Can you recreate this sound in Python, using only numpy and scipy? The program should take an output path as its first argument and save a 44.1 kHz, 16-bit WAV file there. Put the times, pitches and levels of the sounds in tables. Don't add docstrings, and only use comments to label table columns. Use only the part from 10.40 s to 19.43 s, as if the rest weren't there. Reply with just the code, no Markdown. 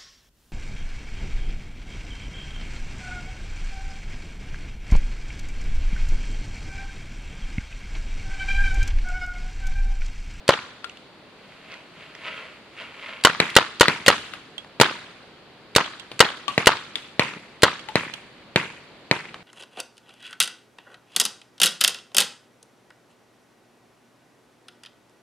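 import sys
import numpy as np
from scipy import signal
from scipy.fft import rfft, irfft, next_fast_len
from scipy.io import wavfile
from scipy.ndimage import uniform_filter1d

SR = 44100
rng = np.random.default_rng(int(sys.argv[2]) if len(sys.argv) > 2 else 0)


def materialize(psi):
    bounded = np.clip(np.atleast_2d(psi).T, -1, 1)
    quanta = np.round(bounded * 32767).astype(np.int16)
    wavfile.write(sys.argv[1], SR, quanta)


def makeup_ratio(level_db):
    decades = np.asarray(level_db, float) / 20
    return 10 ** decades


N = 398223


def evened(x):
    return x / np.sqrt(np.mean(x ** 2) + 1e-20)


def peaked(x):
    return x / abs(x).max()


def read(hz_points, values, hz):
    return np.interp(np.log(hz + 1), np.log(np.asarray(hz_points) + 1), values)


def add(mix, start_s, sound):
    part = mix[..., round(start_s * SR):][..., :sound.shape[-1]]
    part += sound[..., :part.shape[-1]]


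def ring(x, peaks):
    out = 0
    for hz, width_hz, db in peaks:
        r = np.exp(-np.pi * width_hz / SR)
        poles = [1, -2 * r * np.cos(2 * np.pi * hz / SR), r * r]
        out = out + makeup_ratio(db) * (1 - r) * signal.lfilter([1, 0, -r], poles, x)
    return out


def modes(t, table):
    return sum(makeup_ratio(db - 60 * t / t60_s) * np.sin(2 * np.pi * hz * t) for hz, db, t60_s in table)


def push(t, length_s):
    return (1 - t / length_s) * np.exp(-t / length_s)


def ports(x, lead_samples, pan_db):
    size = next_fast_len(len(x) + 64)
    delay_samples = np.array([[4 - lead_samples / 2], [4 + lead_samples / 2]])
    turn = np.exp(-2j * np.pi * np.fft.rfftfreq(size) * delay_samples)
    return irfft(rfft(x, size) * turn, size) * makeup_ratio(np.array([[pan_db / 2], [-pan_db / 2]]))


def patches(t, hz, frames, bins):
    rough = rng.standard_normal((len(t), len(hz)))
    smooth = uniform_filter1d(uniform_filter1d(rough, frames, axis=0), bins, axis=1)
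    return evened(smooth).T


# (frequency [Hz], likeness [-1 to 1])
LIKENESS = [(60, 0.95), (240, 0.84), (950, 0.87), (3770, 0.17), (15000, -0.48)]


def diffuse(gain, samples, size):
    hop = size // 4
    frames, hz = samples // hop + 5, np.fft.rfftfreq(size, 1 / SR)[:, None]
    a, b, c, d = rng.standard_normal((frames, len(hz), 4)).T
    same = np.clip(read(*np.transpose(LIKENESS), hz), -1, 1)
    left = a + 1j * b
    right = same * left + np.sqrt(1 - same ** 2) * (c + 1j * d)
    z = np.array([left, right]) * gain(hz, np.arange(frames) * hop / SR)
    return signal.istft(z, nperseg=size, noverlap=size - hop)[1][:, :samples]


# (frequency [Hz], level [dB], t60 of the fast slope [s])
SCATTER = [(129, 14.5, 0.44), (602, 4, 0.12), (1220, 3, 0.33), (2480, -4, 0.4), (4520, -8.5, 0.42),
           (9480, -1.5, 0.47), (15940, -8.5, 0.22)]


def field(sound, walls, tail_db, build_s, slow_db=-14, slow=3.32, patchy_db=3.0, depth_ms=1.7, size=26000):
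    hz_points, db, t60_s = np.transpose(SCATTER)

    def gain(hz, t):
        decay_db = -60 * t / read(hz_points, t60_s, hz)
        slopes = makeup_ratio(decay_db) + makeup_ratio(slow_db + decay_db / slow)
        swells = sum(makeup_ratio(wall_db) * np.exp(-((1000 * t - ms) / depth_ms) ** 2) for ms, wall_db in walls)
        swells = 1 + swells / (1 + (hz / 4500) ** 2)
        colour = makeup_ratio(read(hz_points, db, hz) + patchy_db * patches(t, hz, 9, 3))
        return swells * colour * slopes * (1 - np.exp(-(t / build_s) ** 2))

    tail = diffuse(gain, size, 128)
    tail = makeup_ratio(tail_db) * tail / np.linalg.norm(tail[0])
    return signal.fftconvolve(sound[None], tail, axes=1)


# (frequency [Hz], density [dB per Hz])
AIR_SPECTRUM = [(20, -20.5), (45, -8.5), (85, -16), (165, -10), (550, -12.5), (900, -17), (2400, -21),
                (4400, -23.5), (6000, -32.5), (16000, -27.5)]
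AIR_RMS_DB = -50.5


def air(patchy_db=0.5):
    def gain(hz, t):
        return makeup_ratio(read(*np.transpose(AIR_SPECTRUM), hz) + patchy_db * patches(t, hz, 16, 12))
    return makeup_ratio(AIR_RMS_DB) * evened(diffuse(gain, N, 1024))


# (frequency [Hz], width [Hz], level [dB])
HOPPER_SHELL = [(597, 34, 5), (1080, 120, 2), (1460, 114, 4), (1950, 190, 4.5), (2400, 290, 7.5),
                (2930, 180, 5)]
# (time of peak [s], level [dB], fall time constant [s])
STEPS = [(1.12, -56, 0.2), (1.329, -47, 0.048), (1.62, -49.5, 0.09), (1.87, -37, 0.029), (1.972, -41, 0.11),
         (2.413, -37.5, 0.033), (2.67, -40, 0.11)]
RISE_PER_FALL = 0.86


def hopper(clicks_per_s=1100, spread_db=3.0, wet_db=-5):
    t = np.arange(3 * SR) / SR
    draw, sign = rng.random((len(t), 2)).T
    size = makeup_ratio(spread_db * np.minimum(rng.exponential(1, len(t)), 2.6))
    clicks = size * (draw < clicks_per_s / SR) * np.sign(sign - .5)
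    shell = [(hz * k, width_hz, db) for hz, width_hz, db in HOPPER_SHELL for k in (.94, 1.06)]
    spot = rng.integers(0, len(shell), len(t))
    knocks = sum(ring(clicks * (0.16 + (spot == k)), [peak]) for k, peak in enumerate(shell))
    soft = signal.windows.hann(10)
    tossing = 0
    for s, db, fall_s in STEPS:
        tossing = tossing + makeup_ratio(db) * np.exp(-abs(t - s) / np.where(t < s, RISE_PER_FALL * fall_s, fall_s))
    knocks = evened(np.convolve(knocks, soft, "same")) * tossing
    swish = ring(rng.standard_normal((len(t), 2)).T, [(7630, 9400, -28.5)]) * np.sqrt(tossing)
    out = np.zeros((2, N))
    add(out, 0, swish)
    add(out, 0, ports(knocks, -0.94, -0.38))
    add(out, 0, field(knocks, [], wet_db, 0.0014))
    return out


# (time [s], level [dB], pitch [Hz], crack level [dB], left-right [dB])
CLACKS = [(0.496, -30, 2900, -16, -4), (0.571, -37.5, 3300, -0.5, -2.5), (1.319, -31, 2160, -26, -5),
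          (1.3402, -28.5, 1950, -26, -5.5), (1.7508, -29, 2400, -8, -4), (2.811, -45, 3000, 9, 3.5),
          (3.101, -34, 3600, 11.5, 0.5), (3.6625, -14.5, 636, 10, 0.5), (3.9361, -22, 1400, -1.5, 6.5),
          (4.246, -34, 990, -20.5, 2), (5.716, -28, 372, 1.5, 5.5), (5.972, -45.5, 3300, 8, -21.5),
          (7.7378, -37, 2800, 13.5, -11.5), (8.943, -24, 1080, -12, 1)]
# (time [s], level [dB], pitch [Hz], crack level [dB], left-right [dB], ring level [dB], echo level [dB])
RINGING_HITS = [(0.4432, -29, 1390, 7, 9, -3, -3), (4.1802, -29, 3330, 2, -11, -6, -4),
                (5.597, -33, 3240, 8, -10, -9, -8), (6.0807, -19, 1144, 1.5, 10, -1.5, 4),
                (6.5557, -15, 3470, -6, 7, -20, 1), (7.3933, -36, 3300, 3, -9.5, -6, -6),
                (7.4869, -25, 866, 0, 7, -4, 1)]
# (ratio to pitch [1], level [dB])
BOARD_PARTS = [(1, 7.5), (2.101, -3.5)]
KNOCK_T60_1KHZ_S, KNOCK_T60_POWER = 0.018, -.2
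PING_T60_S, PING_WIDTH_HZ, CLACK_WIDTH_HZ = .09, 170, 1200


def smacks():
    t, out = np.arange(3500) / SR, np.zeros((2, N))
    click = signal.unit_impulse(len(t))
    for s, db, hz, crack_db, pan_db, *rings in CLACKS + RINGING_HITS:
        ring_db, echo_db = rings or (-np.inf, 0)
        t60_s = KNOCK_T60_1KHZ_S * (hz / 1000) ** KNOCK_T60_POWER
        shell, knock = rng.standard_normal((len(t), 2)).T
        parts = [(hz * k, 7 / t60_s * k, part_db) for k, part_db in BOARD_PARTS]
        wood = ring(knock * (np.exp(-t / 0.0012) + .4 * np.exp(-7 * t / t60_s)), parts)
        splash = shell * (np.exp(-t / 0.0042) + 0.18 * np.exp(-t / 0.0048))
        crack, clean = [peaked(ring(v, [(2900, 1340, -6.5), (7950, 8000, -15.5)])) for v in (splash, click)]
        hit = peaked(wood) + modes(t, [(hz, ring_db, PING_T60_S)]) + makeup_ratio(crack_db) * crack
        add(out, s, makeup_ratio(db) * ports(hit, 0.53 * pan_db, pan_db))
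        width_hz = PING_WIDTH_HZ if rings else CLACK_WIDTH_HZ
        outward = peaked(ring(click, [(hz, width_hz, 0), (2800, 3000, -12)])) + makeup_ratio(crack_db + 6.0) * clean
        add(out, s, makeup_ratio(db + echo_db) * field(outward, [], 0, 0.0029, slow_db=-9.5, size=13000))
    return out


# (time [s], level [dB], gas jump and thump level [dB])
FAR_SHOTS = [(3.0013, 4, -15), (3.4823, 4, -16), (4.3998, 0, -7), (6.1786, 1.5, -10.5), (6.795, 2.5, -11.5),
             (7.5559, 1, -9), (8.1597, 2.5, -10.5), (8.7122, 1.5, -10)]
# (frequency [Hz], level [dB], t60 [s])
FAR_BARREL = [(1990, -10, 0.0094), (2335, -14.5, 0.0143), (4040, -12, 0.0091)]
# (frequency [Hz], level [dB], t60 [s])
FAR_LOWS = [(153.5, -9.5, 0.022), (433, -5.5, 0.0098), (600, -18.5, 0.051)]
# (delay [ms], swell over the tail [dB])
FAR_ROWS = [(16, 3.5), (23.5, 4), (28.5, 2.4), (41, 3), (54, 5.1), (80, 3.7), (96, 3.6), (143, 9.4)]


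def far_marker():
    t, out = np.arange(3000) / SR, np.zeros((2, N))
    for s, db, thump_db in FAR_SHOTS:
        jump = makeup_ratio(thump_db) * push(t, 0.00059) * (1 - np.exp(-(t / .0001) ** 2))
        thump = makeup_ratio(thump_db) * modes(np.maximum(t - .0005, 0), FAR_LOWS)
        exhaust = rng.standard_normal(len(t)) * np.exp(-t / 0.0032)
        puff = makeup_ratio(-6.0) * ring(exhaust, [(2200, 1540, 0.4), (3670, 500, -6.5)])
        pop = modes(t, FAR_BARREL) + 2.66 * jump - thump + puff
        add(out, s, makeup_ratio(db) * ports(pop, 3.57, 3.0))
        outward = ring(push(t, .00008), [(2273, 830, -3.0), (960, 120, -4.5), (7970, 46000, -6.5)])
        outward = peaked(outward) - 0.073 * thump
        add(out, s, makeup_ratio(db) * field(outward, FAR_ROWS, 0.44, 0.0005, depth_ms=0.79))
    return signal.lfilter(*signal.butter(2, 70, "high", fs=SR), out)


# (time [s], blast level [dB], brightness [0-1], slap delay [ms], slap level [dB])
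NEAR_SHOTS = [(0.0905, 6, 0.22, 15, -8.5), (2.8489, 7.5, 0.9, 22.1, 2), (3.1644, 7, 0.94, 21, -1.5),
              (3.409, 7, 0.93, 21, -3), (3.681, 7, 0.94, 20, -1.5), (4.4121, 7.5, 0.95, 20.3, -7.5),
              (5.362, 7.5, 0.83, 19.9, -5.5), (5.804, 8.5, 1, 21.7, -9), (6.2702, 7, 0.97, 20.8, -7),
              (7.2328, 8, 0.72, 20, -10)]
# (frequency [Hz], width [Hz], level [dB])
NEAR_BARREL = [(577, 162, -3), (1009, 280, -0.5), (1400, 350, -2), (1875, 137, -1.5), (2850, 390, -2),
               (6400, 410, -12.5)]
# (frequency [Hz], width [Hz], level [dB])
HAMMER_PARTS = [(2800, 1600, 10.5), (4430, 1700, 9.5), (8100, 2900, 15)]
# (delay [ms], swell over the tail [dB])
NEAR_ROWS = [(33, 5.5), (43, 4), (48.5, 9.5), (53, 1), (62, -1), (85, 0.5), (100, 5)]
HAMMER_LEAD_S, HAMMER_DB = .0114, -7.5
WHUMP_DB, WHUMP_DULL_DB = -5.5, 3


def near_marker():
    t, out = np.arange(2400) / SR, np.zeros((2, N))
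    for s, db, bright, slap_ms, slap_db in NEAR_SHOTS:
        whump_db = WHUMP_DB + WHUMP_DULL_DB * (1 - bright) ** 2
        jet, rough, left, right = rng.standard_normal((len(t), 4)).T
        gusts = jet * (np.exp(-t / 0.0064) + 0.12 * np.exp(-t / 0.0127))
        gusts = gusts + 2.0 * np.exp(-t / 0.00021)
        aimed = [(hz, width_hz, peak_db - 9 * (1 - bright) * np.log2(hz / 500))
                 for hz, width_hz, peak_db in NEAR_BARREL]
        whump = np.sin(2 * np.pi * 470 * t) * np.exp(-t / 0.0024)
        whump = whump + 0.72 * np.sin(2 * np.pi * 140 * t) * np.exp(-t / 0.00092)
        blast = peaked(ring(gusts, aimed)) + 0.28 * push(t, 0.000083) + makeup_ratio(whump_db) * whump
        add(out, s, makeup_ratio(db) * ports(peaked(blast), -0.21, 0.44))

        hiss = ring(np.array([left, right]) * np.exp(-t / 0.005), [(8500, 7600, 2.8)])
        add(out, s, makeup_ratio(db) * bright * makeup_ratio(-4.0) * hiss * makeup_ratio(np.array([[-1.5], [1.5]])))

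        outward = [(1130, 1370, 2.0), (3460, 2400, 6 - 3 * (2 - bright)), (8000, 7900, -8 * (2 - bright))]
        add(out, s, makeup_ratio(db) * field(peaked(ring(push(t, .00008), outward)), NEAR_ROWS, -4, 0.017))

        dip = -np.cos(2 * np.pi * 1100 * (t - .0008)) * np.exp(-((t - .0008) / 0.00048) ** 2)
        wake = rough * (1 - np.exp(-t / 0.0016)) * np.exp(-t / 0.0016)
        wake = ring(wake, [(780, 1400, 17.0), (3000, 1800, -7.0)])
        add(out, s + slap_ms / 1000, makeup_ratio(slap_db) * ports(dip + .6 * peaked(wake), .3, 0))

        sliding = np.exp(-(t / 0.0033) ** 2) + 0.28 * np.exp(-t / 0.019)
        tick = ring(rng.standard_normal(len(t)) * (1 - np.exp(-t / 0.00017)) * sliding, HAMMER_PARTS)
        add(out, s - HAMMER_LEAD_S, makeup_ratio(HAMMER_DB) * ports(peaked(tick), -0.8, 0))
    return out


# (frequency [Hz], gain [dB])
MIC_COLOUR = [(30, -16), (120, 2), (4600, 3.5), (5400, -3), (7800, -5.5), (8000, -15.5), (8200, -7),
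              (12000, -15.5), (16000, -31), (22000, -35)]


def scene():
    hz = abs(np.fft.fftfreq(2048, 1 / SR))
    log_gain = np.log(makeup_ratio(read(*np.transpose(MIC_COLOUR), hz)))
    colour = np.fft.ifft(np.exp(np.conj(signal.hilbert(log_gain)))).real[:1024]
    mix = air() + hopper() + smacks() + far_marker() + near_marker()
    return signal.oaconvolve(mix, colour[None], axes=1)[:, :N]


def top_cut(x):
    return signal.sosfilt(signal.butter(12, 16360, fs=SR, output="sos"), x)


def record(dry):
    overloaded = np.clip(dry, -1, 1)
    return top_cut(overloaded)


dry = scene()
out = record(dry)
materialize(out)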